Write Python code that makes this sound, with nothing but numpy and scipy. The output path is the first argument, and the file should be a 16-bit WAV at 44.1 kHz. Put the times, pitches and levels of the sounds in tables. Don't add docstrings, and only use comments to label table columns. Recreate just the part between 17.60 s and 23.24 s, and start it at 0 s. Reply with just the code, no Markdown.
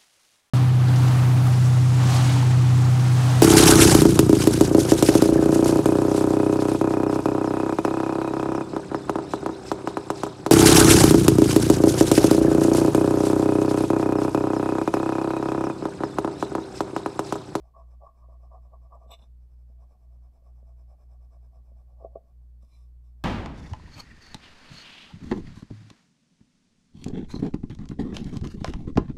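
import sys
import numpy as np
from scipy import signal
from scipy.fft import rfft, irfft, next_fast_len
from scipy.io import wavfile
from scipy.ndimage import uniform_filter1d, map_coordinates

SR = 44100
rng = np.random.default_rng(int(sys.argv[2]) if len(sys.argv) > 2 else 0)


def persist_wave(psi):
    counts = np.round(np.clip(psi, -1, 1) * 32767).astype(np.int16)
    wavfile.write(sys.argv[1], SR, np.atleast_2d(counts).T)


N = 248713

# start in seconds, desk rumble in dB, paper hiss in dB.
STROKE_STARTS = [(0.0, -65, -88.5), (0.137, -57, -86), (0.253, -68.5, -85), (0.401, -59, -88.5),
                 (0.525, -69.5, -86.5), (0.673, -63.5, -88.5), (0.78, -66, -87), (0.903, -51, -88),
                 (0.991, -66, -87.5), (1.103, -61, -93), (1.184, -66.5, -89.5), (1.302, -51.5, -87),
                 (1.386, -59.5, -85), (1.48, -49, -78), (1.559, -68, -78.5), (1.778, -84, -92.5),
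                 (1.885, -87, -90), (1.967, -80, -91), (2.045, -76.5, -92.5), (2.181, -64.5, -85),
                 (2.267, -68, -86), (2.379, -71, -89.5), (2.485, -70.5, -90.5), (2.598, -70.5, -88),
                 (2.708, -71, -86.5), (2.818, -67.5, -85), (2.928, -72.5, -88), (3.038, -68, -86),
                 (3.147, -70.5, -86.5), (3.262, -66, -84), (3.365, -70, -85), (3.476, -67.5, -83.5),
                 (3.578, -69.5, -87.5), (3.69, -66, -84.5), (3.79, -73, -87.5), (3.903, -66, -85.5),
                 (4.015, -73, -88), (4.138, -70, -87.5), (4.25, -68, -91.5), (4.365, -52, -89.5),
                 (4.486, -61, -99), (4.62, -74, -91.5), (4.75, -80, -99), (5.561, -85, -91.5)]
# time in seconds, level in dB.
UPPER_RUMBLE = [(0, -7.5), (.135, -2), (.55, 0.5), (.85, -5.5), (1.35, -3), (1.55, -12), (2.2, -8.5),
                (3.75, -8.5), (4.3, -12.5), (4.5, -24.5), (4.62, -6.5)]
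# time in seconds, low rumble in dB, upper rumble in dB.
WAX_CATCHES = [(0.167, -57.5, -53.5), (.432, -50.5, -66), (.474, -69, -53), (.64, -70, -61.5),
               (.705, -67, -65), (.845, -60.5, -79), (1.143, -56.5, -60), (3.325, -59.5, -79),
               (3.75, -72, -72.5)]
# pitch in Hz, width in Hz, relative level in dB.
DESK_LOW_MODES = [(431, 90, -17.5), (556.6, 55, -6), (662.8, 30, 1), (739, 34, -3.5), (838, 54, -10)]
# pitch in Hz, width in Hz, relative level in dB.
DESK_HIGH_MODES = [(972, 27, -4), (1086, 42, -0.5), (1150.4, 46, 1)]
# pitch in Hz, width in Hz, relative level in dB.
HISS_PEAKS = [(1630, 230, 0), (2362, 340, -0.5), (3670, 650, -10), (5224, 300, 4), (5890, 450, -3),
              (7720, 1100, -6.5), (9570, 980, -13.5), (11040, 600, -8)]
# pitch in Hz, width in Hz, relative level in dB.
SCUFF_MODES = [(543, 770, 0)]
# hardest moment in seconds, building time in seconds,
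# fading time in seconds, rasp in dB, edge ring in dB, squeak in dB.
EDGE_SKIDS = [(1.354, 0.0029, 0.0052, -92, -100, -78.5), (1.505, 0.033, .02, -86, -77.5, -80),
              (1.521, 0.016, 0.024, -57.5, -51, -59), (1.540, 0.014, .021, -57.5, -54, -76),
              (1.594, 0.0062, 0.0093, -75, -68, -92), (1.619, 0.0034, 0.032, -79, -66.5, -91)]
# pitch in Hz, width in Hz, relative level in dB.
RASP_MODES = [(2450, 530, -2), (2900, 106, 8), (5170, 470, -13), (5850, 520, -13.5), (7700, 2200, -21.5),
              (9700, 590, -29), (10800, 700, -21.5)]
# pitch in Hz, width in Hz, relative level in dB.
EDGE_MODES = [(3590, 200, 5.5), (4030, 190, -7)]
# pitch in Hz, width in Hz, relative level in dB.
SQUEAK_TONES = [(7760, 66, -7.5), (12800, 140, -17), (13900, 130, -27)]
# fastest moment in seconds, speeding up in seconds,
# slowing down in seconds, swish in dB, desk rumble in dB, whistle in dB.
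SHEET_SLIDES = [(5.028, 0.029, .04, -86, -81, -100), (5.027, 0.0026, 0.008, -77, -75.5, -100),
                (5.048, 0.0036, 0.0081, -82, -75, -100), (5.165, 0.2, .16, -78, -78, -91.5),
                (5.148, 0.055, 0.041, -94, -101, -74.5), (5.447, 0.011, 0.11, -83.5, -83.5, -100)]
# pitch in Hz, width in Hz, relative level in dB.
SWISH_MODES = [(2370, 1000, -5), (3650, 310, -1), (5240, 470, 4.5), (6000, 570, -5), (7670, 1300, -5),
               (9640, 640, -4.5), (11100, 800, -6), (13500, 2800, -20)]
# pitch in Hz, width in Hz, relative level in dB.
WHISTLE_TONES = [(2360, 41, -2.4), (4020, 45, 0.38)]
# start in seconds, peak of the ring in dB,
# dull thud in dB relative to the ring.
DESK_KNOCKS = [(.682, -53.5, -8), (1.458, -50, -1.5), (1.495, -54, -2.5), (1.622, -60.5, 7.5),
               (2.095, -60.5, 5.5), (2.820, -62, -5), (3.024, -55.5, 0), (4.114, -55, 0),
               (4.404, -48.5, -26), (4.421, -41.5, -16), (4.4435, -28, -20.5), (4.5534, -27.5, -19.5),
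               (5.028, -59.5, 7)]
# pitch in Hz, swell time in seconds,
# time to die away by 60 dB in seconds, relative level in dB.
KNOCK_RING = [(409, 0.0026, 0.033, -5.5), (556.3, 0.0026, 0.032, -1), (668.4, 0.0085, 0.053, -2),
              (756, 0.0074, 0.032, -7.5), (1123, 0.0044, 0.042, -20), (1407, 0.00415, 0.025, -37),
              (2410, 0.0032, 0.047, -51.5)]
# multiple of the mains frequency, relative level in dB.
HUM_OVERTONES = [(1, 0), (2, -17.5), (3, -39), (4, -34.5)]
# deepest moment in seconds, length in seconds.
HUM_DIP_TIMES = [(0.118, 0.24), (0.524, 0.29), (1.104, .08), (1.31, 0.074), (1.425, .08), (1.559, .11),
                 (1.65, .12), (1.894, 0.088), (2.365, .28), (2.782, 0.27), (3.391, 0.18), (3.725, 0.077),
                 (3.933, 0.087), (4.054, 0.088), (4.236, .09), (4.312, 0.072), (4.658, .28), (5.106, .19)]
# frequency in Hz, relative level in dB per Hz.
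AIR_SPECTRUM = [(15, -4.5), (35, -1.5), (90, -11.5), (160, -14.5), (300, -24.5), (520, -30.5), (680, -32.5),
                (1000, -38.5), (1400, -44), (3000, -49), (10000, -50.5), (12500, -50.5), (13700, -45.5),
                (14600, -53.5), (15500, -53.5)]
# pitch in Hz, width in Hz, relative level in dB.
WHINE_MODES = [(4400, 220, -6.5), (8160, 13, 2), (10760, 25, -10.5), (12800, 60, -22.5)]

LONGEST_STROKE_S = 0.13
OVERLAP_S = 0.014
CREST_SHARE = 0.53
BRIGHTEN_DB_PER_DB, USUAL_RUMBLE_DB = 0.1682, -69.5
CATCH_S = 0.035
MAINS_HZ, HUM_DB = 60.015, -47.5
DIP_DB, USUAL_DIP_S = 9, 0.2
TOP_HZ = 15700


def amp(db):
    return 10 ** (np.asarray(db) / 20)


def unit(x):
    return x / np.sqrt(np.mean(x ** 2) + 1e-20)


def clock():
    return np.arange(N) / SR


def wobble(rate):
    points = rng.standard_normal(int(N * rate / SR) + 4)
    return map_coordinates(points, [clock() * rate])


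def filtered(x, response):
    size = next_fast_len(N + SR // 2)
    hz = np.fft.rfftfreq(size, 1 / SR)
    return irfft(rfft(x, size) * response(hz), size)[:N]


def resonate(x, modes, low_hz, high_hz, order=1):
    def bank(f):
        total = 0
        for k, (center, width, db) in enumerate(modes):
            peak = 1j * f * width / (center ** 2 - f ** 2 + 1j * f * width)
            total = total + (-1) ** k * amp(db) * peak ** order
        return total

    limits = signal.butter(6, [low_hz, high_hz], "band", fs=SR, output="sos")
    return unit(signal.sosfilt(limits, filtered(x, bank)))


def friction(rate, clump_db, clump_rate):
    slips = rng.standard_normal(N) * (rng.random(N) < rate / SR)
    return slips * amp(clump_db * wobble(clump_rate))


def squeal(lines, rough_db):
    total = 0
    for hz, width, db in lines:
        drift = np.cumsum(rng.standard_normal(N)) * np.sqrt(2 * np.pi * width / SR)
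        phase = 2 * np.pi * hz * clock() + uniform_filter1d(drift, size=96)
        total = total + amp(db + rough_db * wobble(200)) * np.sin(phase)
    return unit(total)


def sweeps(rows, sharpness, lag=0):
    t, gains = clock() - lag, 0
    for crest, rise, fall, *levels in rows:
        progress = np.interp(t - crest, [-rise, 0, fall], [0, 0.5, 1])
        speed = np.abs(np.sin(np.pi * progress))
        gains = gains + amp(levels)[:, None] * speed ** sharpness
    return gains


def crayon():
    moves = strokes()
    catches = [(s, CATCH_S, CATCH_S, *levels) for s, *levels in WAX_CATCHES]
    catch_low, catch_high = sweeps(catches, sharpness=1.5)
    low = np.hypot(sweeps(moves, sharpness=2.17)[0], catch_low)
    high = np.hypot(sweeps(moves, sharpness=2.36, lag=0.002)[1], catch_high)
    hiss = sweeps(moves, sharpness=3.2, lag=-0.004)[2]

    drag = friction(rate=2500, clump_db=1.0, clump_rate=140)
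    sound = amp(-2.5) * low * resonate(drag, DESK_LOW_MODES, low_hz=342, high_hz=935)
    sound += amp(-2.5) * high * resonate(drag, DESK_HIGH_MODES, low_hz=898, high_hz=1242)
    sound += amp(-35) * high * resonate(drag, HISS_PEAKS, low_hz=1280, high_hz=1823)

    tooth = friction(rate=5400, clump_db=1.1, clump_rate=210)
    sound += amp(9.5) * hiss * resonate(tooth, SCUFF_MODES, low_hz=264.5, high_hz=1231)
    sound += amp(2.0) * hiss * resonate(tooth, HISS_PEAKS, low_hz=1300, high_hz=13800, order=2)
    return sound


def strokes():
    start, rumble_db, hiss_db = np.transpose(STROKE_STARTS)
    until_next = np.diff(start, append=np.inf)
    length = np.minimum(until_next, LONGEST_STROKE_S) + 2 * OVERLAP_S
    rise = CREST_SHARE * length
    crest = start - OVERLAP_S + rise
    upper_db = rumble_db + np.interp(start, *np.transpose(UPPER_RUMBLE))
    upper_db += BRIGHTEN_DB_PER_DB * (rumble_db - USUAL_RUMBLE_DB)
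    return np.transpose([crest, rise, length - rise, rumble_db, upper_db, hiss_db])


def skids():
    rasp, ring, squeak = sweeps(EDGE_SKIDS, sharpness=1)
    judder = friction(rate=11000, clump_db=2.0, clump_rate=250)
    sound = rasp * resonate(judder, RASP_MODES, low_hz=1670, high_hz=13000, order=2)
    sound += ring * resonate(judder, EDGE_MODES, low_hz=2800, high_hz=4400, order=2)
    return sound + squeak * squeal(SQUEAK_TONES, rough_db=4.5)


def slides():
    swish, rumble, whistle = sweeps(SHEET_SLIDES, sharpness=2.1)
    rub = friction(rate=10000, clump_db=0.3, clump_rate=76)
    desk_modes = [*DESK_LOW_MODES, *DESK_HIGH_MODES]
    sound = swish * resonate(rub, SWISH_MODES, low_hz=1750, high_hz=14100, order=2)
    sound += whistle * squeal(WHISTLE_TONES, rough_db=2)
    return sound + rumble * resonate(rub, desk_modes, low_hz=300, high_hz=1350)


def knocks():
    out = np.zeros(N + SR)
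    t = np.arange(SR // 4) / SR

    def mode(hz, swell, t60):
        onset = 1 - np.exp(-(t / swell) ** 2)
        return np.sin(2 * np.pi * hz * (t - 0.006)) * onset * amp(-60 * t / t60)

    thud = mode(hz=214, swell=0.0039, t60=0.068)
    for s, db, thud_db in DESK_KNOCKS:
        ring = 0
        for hz, swell, t60, level in KNOCK_RING:
            varied_db = level + rng.normal(0, 1)
            ring = ring + amp(varied_db) * mode(hz, swell, t60)
        blow = ring / np.abs(ring).max() + amp(thud_db) * thud
        out[round(s * SR):][:len(t)] += amp(db) * blow
    return out[:N]


def room(x, wall_db, tail_db, t60):
    wall_delay = round(0.0121 * SR)
    wall = np.pad(x, (wall_delay, 0))[:N]
    t = np.arange(SR // 3) / SR
    tail = rng.standard_normal(len(t)) * amp(-60 * t / t60) * (t > 0.008)
    echoes = signal.fftconvolve(x, tail / np.linalg.norm(tail))[:N]
    return amp(wall_db) * wall + amp(tail_db) * echoes


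def hum():
    t = clock()
    dips = 0
    for s, length in HUM_DIP_TIMES:
        shape = np.cos(np.pi * np.clip((t - s) / length, -0.5, 0.5)) ** 2
        dips = dips + np.sqrt(length / USUAL_DIP_S) * shape
    level_db = HUM_DB - DIP_DB * dips
    tones = 0
    for multiple, db in HUM_OVERTONES:
        cycles = multiple * MAINS_HZ * t + rng.random()
        tones = tones + amp(db) * np.sin(2 * np.pi * cycles)
    fade = np.clip(np.minimum(t, t[-1] - t) / 0.006, 0, 1)
    return np.sqrt(2) * amp(level_db) * tones * fade


def background():
    hz, db = np.transpose(AIR_SPECTRUM)

    def spectrum(f):
        return amp(np.interp(np.log(f + 1), np.log(hz), db))

    air = unit(filtered(rng.standard_normal(N), spectrum))
    whine = resonate(rng.standard_normal(N), WHINE_MODES, low_hz=3990, high_hz=14600)
    return amp(-65) * air + amp(-99) * whine


def scene():
    desk = crayon() + skids() + slides() + knocks()
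    echoes = room(desk, wall_db=-14.5, tail_db=-18.5, t60=0.26)
    return (desk + echoes + hum() + background())[None]


def record(dry):
    return filtered(dry[0], lambda hz: hz < TOP_HZ)[None]


dry = scene()
out = record(dry)
persist_wave(out)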